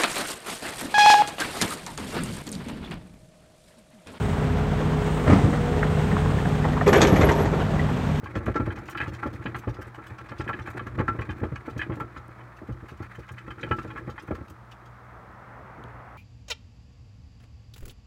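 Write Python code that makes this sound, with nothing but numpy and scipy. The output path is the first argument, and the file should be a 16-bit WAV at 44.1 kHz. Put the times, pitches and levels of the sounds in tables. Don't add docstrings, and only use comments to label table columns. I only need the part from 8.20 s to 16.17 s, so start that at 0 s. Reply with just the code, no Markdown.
import sys
import numpy as np
from scipy import signal
from scipy.fft import rfft, irfft, next_fast_len
from scipy.io import wavfile
from scipy.ndimage import uniform_filter1d

SR = 44100
rng = np.random.default_rng(int(sys.argv[2]) if len(sys.argv) > 2 else 0)


def persist_wave(psi):
    counts = np.round(np.clip(psi, -1, 1) * 32767).astype(np.int16)
    wavfile.write(sys.argv[1], SR, np.atleast_2d(counts).T)


N = 351615
HIT_SIZE = 10240
TIME, AGE = np.arange(N) / SR, np.arange(HIT_SIZE) / SR

# f/Hz, level/dB
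ROOM_SPECTRUM = [(25, -31), (40, -17), (58, 0), (90, -20), (155, -23), (195, 11), (280, -33), (600, -27),
                 (1300, 4), (2000, -32.5), (3200, -22), (6000, -28.5), (10000, -35), (15500, -37)]
# f/Hz, level/dB
HUM_PARTIALS = [(59.7, -59.5), (119.2, -52)]
# f/Hz, level/dB
HISS_SPECTRUM = [(100, 10), (200, 3.5), (400, 1.5), (700, 6), (1300, 4.5), (2000, -2.5), (3000, -21),
                 (6000, -56), (15000, -103)]
# t/s, level/dB
HISS_SWELL = [(3.9, -51.5), (4.24, -50), (5.16, -61.5), (5.57, -65), (6.44, -51.5), (7.61, -43.5),
              (7.95, -45.5)]
# t/s, level/dB, f/Hz, t60/s, Q
DRY_TICKS = [(4.082, -57, 8900, 0.0033, 1.5), (7.639, -46.5, 3140, 0.003, 6.1),
             (7.684, -57, 1900, 0.0027, 4.6)]

# f/Hz, level/dB, t60/s
STAND_MODES = [(58, -9, .24), (85, -4, .2), (110, -2, .14), (122, 1, .18), (184, -9, .08), (225, -7, .14),
               (285, -2, .06), (312, -1, .11), (362, -3, .14), (458, -7, .1), (520, -9, .06),
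               (620, -7, .05)]
# f/Hz, level/dB, t60/s
SHELL_MODES = [(800, -7, .05), (853, -3, .09), (1020, -8, .05), (1098, -4, .08), (1193, -4, .07),
               (1430, -4, .04), (1570, -3, .04), (1715, -3, .05), (1800, -7, .04), (1984, -7, .06),
               (2225, -11, .05)]
# f/Hz, level/dB, t60/s
AXLE_MODES = [(1670, 9, .085), (1730, 4, .06), (1975, -1, .07), (2110, -2, .05), (2350, -2, .05),
              (2480, 0, .07), (2600, -2, .06), (2990, -3, .07), (3105, -4.5, .07), (3270, -9, .06),
              (3550, -15, .045), (3920, -14, .05), (4620, -20, .06)]
DISC_HZ, DISC_T60_S = 1345, 0.12
# f/Hz, level/dB
THUD_SPECTRUM = [(25, -18), (50, 0), (85, 17.5), (120, 15.5), (155, 2), (210, 2), (320, 5.5), (560, 6),
                 (750, -12.5), (1500, -50)]
# f/Hz, level/dB
CLACK_SPECTRUM = [(300, 1), (600, -2.5), (900, 0.5), (1700, 5.5), (2500, -1.5), (2780, -14), (3150, -15),
                  (4000, -16), (5200, -26.5), (8000, -26), (16000, -37.5)]
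# f/Hz, level/dB
CLAW_SPECTRUM = [(1000, -35), (2500, 16), (4000, 8), (6000, 7), (9500, -4.5), (10500, -11), (12000, -5.5),
                 (16000, -10.5)]

# t/s, rumble level/dB, rubbing level/dB
WHEEL_LEVELS = [(0.0, -56, -47), (0.39, -32, -43), (0.65, -43.5, -47.5), (0.9, -43, -44),
                (1.37, -39.5, -49), (1.75, -55, -50.5), (2.1, -48, -47), (2.6, -44, -46.5),
                (2.96, -38.5, -48.5), (3.44, -47.5, -49.5), (3.71, -38.5, -52), (4.06, -59, -53.5),
                (4.5, -49.5, -54.5), (4.95, -64, -49.5), (5.31, -46, -51), (5.52, -40, -45),
                (5.8, -41, -46), (6.4, -53, -54)]
# t/s, scrape level/dB, sizzle level/dB
CLAW_SKIDS = [(.039, -52.5, -65.5), (.152, -48, -71), (.17, -52, -64), (.257, -50, -59), (.34, -55, -74),
              (.356, -47, -75), (.398, -72, -77), (.457, -57, -63), (.558, -50, -70), (.58, -58, -63),
              (.654, -56, -66), (.675, -52, -64), (.696, -51, -50.5), (.709, -53, -62), (.77, -51, -61),
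              (.811, -56, -64), (.878, -50.5, -64), (.932, -53, -61), (.946, -48, -67), (1.03, -58, -69),
              (1.062, -55, -66), (1.128, -55, -64), (1.15, -68, -66), (1.238, -54, -77), (1.277, -63, -78),
              (1.359, -52, -57), (1.384, -54, -54.5), (1.49, -56, -67), (1.542, -53.5, -71),
              (1.613, -53.5, -59.5), (1.668, -67, -67), (1.744, -58, -67), (1.865, -52, -59),
              (1.981, -54, -71.5), (2.086, -53, -74), (2.182, -49, -69), (2.206, -49, -68),
              (2.239, -55, -73), (2.281, -53, -63), (2.389, -56, -70), (2.416, -57, -77), (2.465, -56, -63),
              (2.496, -61, -57), (2.56, -61, -74), (2.666, -53.5, -62), (2.789, -53, -75),
              (2.878, -48.5, -62), (3.009, -53.5, -65), (3.104, -48, -68), (3.18, -80, -68),
              (3.236, -69, -75), (3.262, -65, -74), (3.353, -52.5, -70), (3.465, -63, -73),
              (3.498, -56.5, -67), (3.577, -48, -56), (3.614, -61, -70), (3.753, -59, -63),
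              (3.798, -57, -59), (3.969, -55, -74), (4.365, -57, -69), (4.47, -63, -72), (4.521, -60, -73),
              (4.683, -55.5, -65), (4.709, -59, -76), (4.77, -61, -70), (4.822, -60, -67), (4.95, -60, -66),
              (4.99, -61, -67), (5.081, -52, -73), (5.117, -70, -58.5), (5.182, -56, -73),
              (5.305, -60, -69), (5.408, -53, -76), (5.429, -71, -71), (5.486, -53.5, -73),
              (5.511, -54, -72), (5.564, -58, -68), (5.586, -55, -66), (5.624, -56, -66), (5.673, -58, -74),
              (5.708, -66, -78), (5.775, -60, -70), (5.897, -53.5, -64), (5.993, -55, -71),
              (6.021, -66, -62.5), (6.07, -72, -66), (6.148, -54.5, -62), (6.28, -58, -68),
              (6.298, -58.5, -57), (6.513, -50.5, -67), (6.655, -60, -70)]
# t/s, level/dB, brightness/(dB per octave), length/s
HUB_BUZZES = [(.774, -31, 4.5, .014), (.801, -27, -11, .014), (.813, -25.5, -2, 0.011),
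              (1.259, -34, 2, 0.0078), (2.277, -32, -5, .008), (2.33, -31.5, -1.5, 0.0084),
              (3.592, -29, -4, .012), (3.615, -25, -2, 0.013), (5.18, -47.5, 2, .008),
              (5.43, -31.5, 3, 0.0069), (5.775, -34.5, -11, .008)]
# t/s, clack level/dB, clack centre f/Hz, disc level/dB
HUB_KNOCKS = [(.057, -34, 1320, -62), (.087, -57, 1300, -48), (.153, -32, 1280, -34),
              (.174, -47, 1490, -52), (.263, -33, 1220, -52), (.28, -37, 874, -58), (.342, -37, 1400, -45),
              (.359, -30, 1210, -25.5), (.401, -37, 900, -38), (.459, -39, 1300, -58),
              (.47, -48, 1440, -58), (.503, -35, 1520, -60), (.573, -38.5, 1250, -62),
              (.685, -35, 1290, -45), (.748, -33.5, 1270, -36.5), (.8, -31, 1390, -35),
              (.859, -38.5, 1170, -45), (.938, -43.5, 1510, -58), (.989, -49, 1210, -59),
              (1.028, -27, 855, -31), (1.057, -40, 990, -46), (1.127, -56, 1480, -63),
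              (1.191, -54, 900, -47), (1.257, -33, 1300, -45), (1.345, -30.5, 1290, -40),
              (1.434, -40.5, 1000, -49), (1.478, -39, 980, -54), (1.567, -43, 990, -48),
              (1.616, -42, 1430, -50), (1.745, -41, 1300, -58), (1.783, -42, 930, -42.5),
              (1.863, -47, 1460, -60), (1.983, -43, 1250, -44.5), (2.087, -42.5, 1410, -61),
              (2.117, -38.5, 1520, -46.5), (2.205, -35.5, 1530, -38), (2.289, -25.5, 900, -29),
              (2.389, -37.5, 1510, -58), (2.459, -41, 1420, -48), (2.474, -32, 975, -40.5),
              (2.593, -33, 1400, -42), (2.666, -37, 1260, -47), (2.787, -28.5, 1350, -58),
              (2.8, -29.5, 960, -47), (2.88, -24, 1130, -21.5), (2.989, -33.5, 1210, -50),
              (3.017, -35, 1570, -61), (3.091, -36.5, 1620, -61), (3.105, -40.5, 1590, -61),
              (3.234, -34.5, 1160, -57), (3.357, -36, 1360, -47), (3.475, -55, 950, -42),
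              (3.719, -41, 1440, -57), (3.8, -30.5, 980, -33), (3.962, -39.5, 1040, -41.5),
              (4.204, -46, 1310, -58), (4.685, -45.5, 1440, -54), (4.825, -42.5, 1070, -46.5),
              (4.95, -46.5, 1660, -66), (5.03, -52, 1650, -66), (5.089, -41.5, 1360, -58),
              (5.18, -42.5, 1700, -51), (5.277, -44, 1150, -44), (5.305, -37.5, 1550, -56),
              (5.381, -46, 1310, -46), (5.465, -45, 1200, -47), (5.511, -27, 1490, -22.5),
              (5.518, -31, 840, -28.5), (5.584, -33, 1230, -38), (5.675, -54, 1150, -45),
              (5.702, -39, 1300, -48), (5.76, -36, 1140, -40.5), (5.892, -42, 1200, -47),
              (5.979, -35.5, 1290, -61), (6.078, -39.5, 1090, -50), (6.108, -38, 910, -56),
              (6.151, -42, 1250, -52)]
# t/s, boom level/dB, hollow knock level/dB
LOW_THUMPS = [(0.033, -32.5, -36.5), (0.086, -50, -41), (.14, -41, -39), (0.158, -24, -28.5),
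              (.205, -34, -34), (.243, -36, -43), (.263, -24, -31), (.28, -22.5, -22), (.356, -43, -22.5),
              (.399, -22, -23), (0.474, -24.5, -28.5), (0.57, -33, -39), (0.621, -44, -40),
              (0.802, -42, -37), (0.826, -33, -39), (0.878, -27, -32.5), (0.924, -34, -47),
              (1.03, -39, -36.5), (1.057, -31.5, -26.5), (1.135, -32, -40), (1.19, -34.5, -58),
              (1.255, -30.5, -33), (1.323, -39, -48), (1.474, -24, -27.5), (1.589, -34, -35.5),
              (1.669, -44, -46), (1.779, -44, -40), (1.906, -37.5, -45), (2.117, -38, -38),
              (2.197, -27.5, -30), (2.264, -52, -33.5), (2.29, -32.5, -34.5), (2.326, -48, -46),
              (2.34, -38, -34.5), (2.391, -35.5, -43.5), (2.477, -37, -40), (2.549, -52, -36),
              (2.608, -39, -37.5), (2.666, -35, -37.5), (2.724, -35, -56), (2.781, -24.5, -30.5),
              (2.799, -23, -22), (2.887, -28, -31), (2.947, -56, -33.5), (2.989, -25.5, -31.5),
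              (3.091, -30, -36.5), (3.215, -27, -34.5), (3.233, -26.5, -25), (3.319, -28.5, -39),
              (3.479, -37.5, -30.5), (3.52, -38, -57), (3.564, -29.5, -33), (3.624, -39, -58),
              (3.666, -41, -53), (3.697, -26.5, -29.5), (3.769, -37, -35.5), (3.809, -34.5, -32.5),
              (3.967, -39, -41.5), (4.088, -44, -45), (4.418, -43, -39), (4.49, -30.5, -37),
              (4.627, -38, -43.5), (4.72, -37.5, -41.5), (4.802, -32, -34.5), (4.984, -37.5, -40),
              (5.11, -36, -46), (5.28, -35, -38), (5.432, -42, -33.5), (5.471, -34, -43),
              (5.51, -23.5, -25.5), (5.585, -36, -40), (5.65, -37, -35), (5.757, -44, -39.5),
              (5.81, -45, -44), (5.877, -31, -32), (6.033, -45, -45), (6.085, -34, -39),
              (6.109, -26.5, -26), (6.183, -42, -41.5), (6.21, -34.5, -38.5), (6.304, -40.5, -47),
              (7.585, -60, -42.5), (7.645, -43, -49)]


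def undb(db):
    return 10 ** (np.asarray(db) / 20)


def unit(x):
    return x / np.sqrt(np.mean(x ** 2))


def crest(x, size):
    return x / np.sqrt(uniform_filter1d(x ** 2, size).max())


def fade(t60):
    return np.exp(-np.log(1000) * AGE / t60)


def onset(rise_s):
    return 1 - np.exp(-(AGE / rise_s) ** 2)


def curve(rows, column=1):
    rows = np.array(rows)
    return np.interp(TIME, rows[:, 0], rows[:, column])


def add(out, s, x):
    i = max(int(s * SR), 0)
    out[i:i + len(x)] += x[:max(len(out) - i, 0)]


def noise(spectrum, size=HIT_SIZE):
    hz, db = np.transpose(spectrum)
    fft_size = next_fast_len(size)
    bins_hz = np.fft.rfftfreq(fft_size, 1 / SR) + 1
    gain = undb(np.interp(np.log(bins_hz), np.log(hz), db))
    return unit(irfft(rfft(rng.standard_normal(fft_size)) * gain, fft_size)[:size])


def waver(depth_db):
    return undb(depth_db * noise([(1, 0), (8, 0), (20, -30), (60, -90)], N))


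def butter(x, kind, hz, order=3):
    return signal.sosfilt(signal.butter(order, hz, kind, fs=SR, output="sos"), x)


def band(x, hz, q):
    w = 2 * np.pi * hz / SR
    a = np.sin(w) / (2 * q)
    return signal.lfilter([a, 0, -a], [1 + a, -2 * np.cos(w), 1 - a], x)


def struck(modes, scatter_db=2.5, detune=.008):
    out = np.zeros(HIT_SIZE)
    for hz, db, t60 in modes:
        pitch, strength, side = rng.standard_normal(3)
        tone = np.sin(2 * np.pi * hz * (1 + detune * pitch) * AGE)
        out += np.sign(side) * undb(db + scatter_db * strength) * tone * fade(t60)
    return out


def grains(size, rate, scatter_db):
    impacts = (rng.random(size) < rate / SR) * rng.choice([-1, 1], size)
    return impacts * undb(scatter_db * rng.standard_normal(size))


def chatter(x, span_s, rebound):
    out = x.copy()
    for lag, strength in rng.random((3, 2)) * [span_s, rebound]:
        add(out, lag, strength * x)
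    return out


def room_tone():
    return undb(-56.5) * noise(ROOM_SPECTRUM, N)


def mains_hum():
    return sum(np.sqrt(2) * undb(db) * waver(2.5) * np.sin(2 * np.pi * (hz * TIME + rng.random()))
               for hz, db in HUM_PARTIALS)


def background_hiss(flutter_db=1.14, trim_db=-1):
    upper, fluttering = noise(HISS_SPECTRUM, N), 0
    for edge_hz in (250, 500, 1000, 1800):
        part = signal.sosfiltfilt(signal.butter(2, edge_hz, fs=SR, output="sos"), upper)
        upper = upper - part
        fluttering += part * waver(flutter_db)
    return undb(curve(HISS_SWELL) + trim_db) * (fluttering + upper)


def dry_ticks():
    out = np.zeros(N)
    for s, db, hz, t60, q in DRY_TICKS:
        click = band(rng.standard_normal(HIT_SIZE) * fade(t60), hz, q)
        add(out, s, undb(db) * crest(click, size=90))
    return out


def turning_wheel(soft_hz=2600, rest_from_s=5.46, rest_db_per_s=7.5):
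    jolts = grains(N, rate=150, scatter_db=3.5)
    stand = struck(STAND_MODES) + noise(THUD_SPECTRUM) * fade(0.034)
    rumble = unit(butter(signal.fftconvolve(jolts, stand)[:N], "low", soft_hz, order=4))
    slips = grains(N, rate=190, scatter_db=5.5)
    wheel = struck(SHELL_MODES + [(DISC_HZ, -2, DISC_T60_S)])
    shell = unit(butter(signal.fftconvolve(slips, wheel)[:N], "low", soft_hz, order=4))
    slip_energy = signal.fftconvolve(slips ** 2, signal.windows.hann(900))[:N]
    grip = unit(np.sqrt(np.abs(slip_energy)))
    fur = undb(-34) * noise(CLAW_SPECTRUM, N)
    claw_tip = noise(CLAW_SPECTRUM) * fade(0.022)
    nicks = unit(signal.fftconvolve(grains(N, rate=56, scatter_db=5), claw_tip)[:N])
    rub = grip * (noise(CLACK_SPECTRUM, N) + fur) + undb(-8) * shell + undb(-27) * nicks
    rumble_gain = undb(curve(WHEEL_LEVELS, column=1) - 1.5)
    rub_gain = undb(curve(WHEEL_LEVELS, column=2) - 4)
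    coming_to_rest = undb(-rest_db_per_s * np.maximum(TIME - rest_from_s, 0))
    return coming_to_rest * (rumble_gain * rumble + rub_gain * rub)


def claw_scratches(grip_s=0.005, ring_t60_s=.032, split_hz=9000):
    out = np.zeros(N)
    skid = onset(grip_s) * fade(0.075)
    echo = undb(-22) * fade(0.11)
    for s, scrape_db, sizzle_db in CLAW_SKIDS:
        pitches = np.geomspace(2400, 15000, num=30) * rng.uniform(.93, 1.07, size=30)
        modes = [(hz, np.interp(hz, *np.transpose(CLAW_SPECTRUM)), ring_t60_s) for hz in pitches]
        spot = struck(modes, scatter_db=3.5)
        clicks = grains(HIT_SIZE, rate=800 * rng.uniform(.4, 1.6), scatter_db=4.9) * skid
        grit = signal.fftconvolve(clicks, spot)[:HIT_SIZE]
        smear = noise(CLAW_SPECTRUM) * (skid + echo)
        scratch = unit(grit) + undb(-5) * unit(smear)
        for kind, db in (("low", scrape_db), ("high", sizzle_db)):
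            add(out, s - grip_s / 2, undb(db) * crest(butter(scratch, kind, split_hz), size=130))
    return out


def hub_buzzes(rebound=0.76):
    out = np.zeros(N)
    contact = onset(0.00095)
    lowest_hz = AXLE_MODES[0][0]
    for s, db, tilt_db, buzz_s in HUB_BUZZES:
        modes = [(hz, level + tilt_db * np.log2(hz / lowest_hz), t60) for hz, level, t60 in AXLE_MODES]
        ring = contact * struck(modes)
        for lag, strength in rng.random((4, 2)) * [buzz_s, rebound]:
            add(ring, lag, strength * contact * struck(modes, scatter_db=3, detune=.022))
        rasp = band(noise(CLACK_SPECTRUM), hz=1940, q=0.54) * contact * fade(0.16)
        add(out, s, undb(db) * crest(unit(ring) + undb(-7) * unit(rasp), size=180))
    return out


def hub_knocks(rows, contact_s=.002, clatter_s=.015, rebound=.6, trim_db=-1):
    out = np.zeros(N)
    clack_decay = fade(.06) + undb(-20) * fade(0.37)
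    contact = 1 - np.exp(-AGE / contact_s)
    for s, clack_db, hz, disc_db in rows:
        shell = np.zeros(HIT_SIZE)
        rebounds = rng.random((2, 2)) * [clatter_s, rebound]
        for lag, strength in [(0, 1), *rebounds]:
            spot = band(struck(SHELL_MODES, scatter_db=5, detune=.016), hz, q=1.6)
            clack = undb(-1) * band(noise(CLACK_SPECTRUM), hz, q=0.64) * clack_decay
            add(shell, lag, strength * contact * (spot + clack))
        disc_hz = DISC_HZ * (1 + .006 * rng.standard_normal())
        disc = np.sin(2 * np.pi * disc_hz * AGE) * (fade(DISC_T60_S) - fade(0.031))
        axle = contact * struck(AXLE_MODES, scatter_db=3.5, detune=.022)
        clink = chatter(axle, span_s=.012, rebound=rebound)
        clink_db = clack_db - 6 + 20 * np.log2(hz / 1400)
        add(out, s, undb(clack_db + trim_db) * crest(shell, size=180))
        add(out, s, undb(disc_db + trim_db) * crest(disc, size=500))
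        add(out, s, undb(clink_db) * crest(clink, size=180))
    return out


def low_thumps(rows, split_hz=165, lead_s=0.00618, trim_db=-1):
    out = np.zeros(N)
    push = onset(0.0023)
    for s, boom_db, hollow_db in rows:
        body = push * (struck(STAND_MODES) + noise(THUD_SPECTRUM) * fade(0.13))
        boom = crest(butter(body, "low", split_hz), size=700)
        hollow = crest(butter(body, "high", split_hz), size=500)
        add(out, s - lead_s, undb(boom_db + trim_db) * boom)
        add(out, s - lead_s / 2, undb(hollow_db + trim_db) * hollow)
    return out


def scene(rock_lag_s=0.01784, rattle_hz=900):
    background = room_tone() + mains_hum() + background_hiss() + dry_ticks()
    rocks = [(s + rock_lag_s * rng.uniform(0.685, 1.295), boom_db - 8.5, hollow_db - 12.5)
             for s, boom_db, hollow_db in LOW_THUMPS]
    rattles = [(s, hollow_db - 9.5, rattle_hz, hollow_db - 17.5) for s, _, hollow_db in LOW_THUMPS]
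    wheel = turning_wheel() + hub_buzzes() + hub_knocks(HUB_KNOCKS + rattles)
    return (background + wheel + claw_scratches() + low_thumps(LOW_THUMPS + rocks))[None]


def record(dry):
    thin = butter(dry, "high", 46, order=7)
    return signal.sosfilt(signal.ellip(10, .2, 70, 15850, fs=SR, output="sos"), thin)


dry = scene()
out = record(dry)
persist_wave(out)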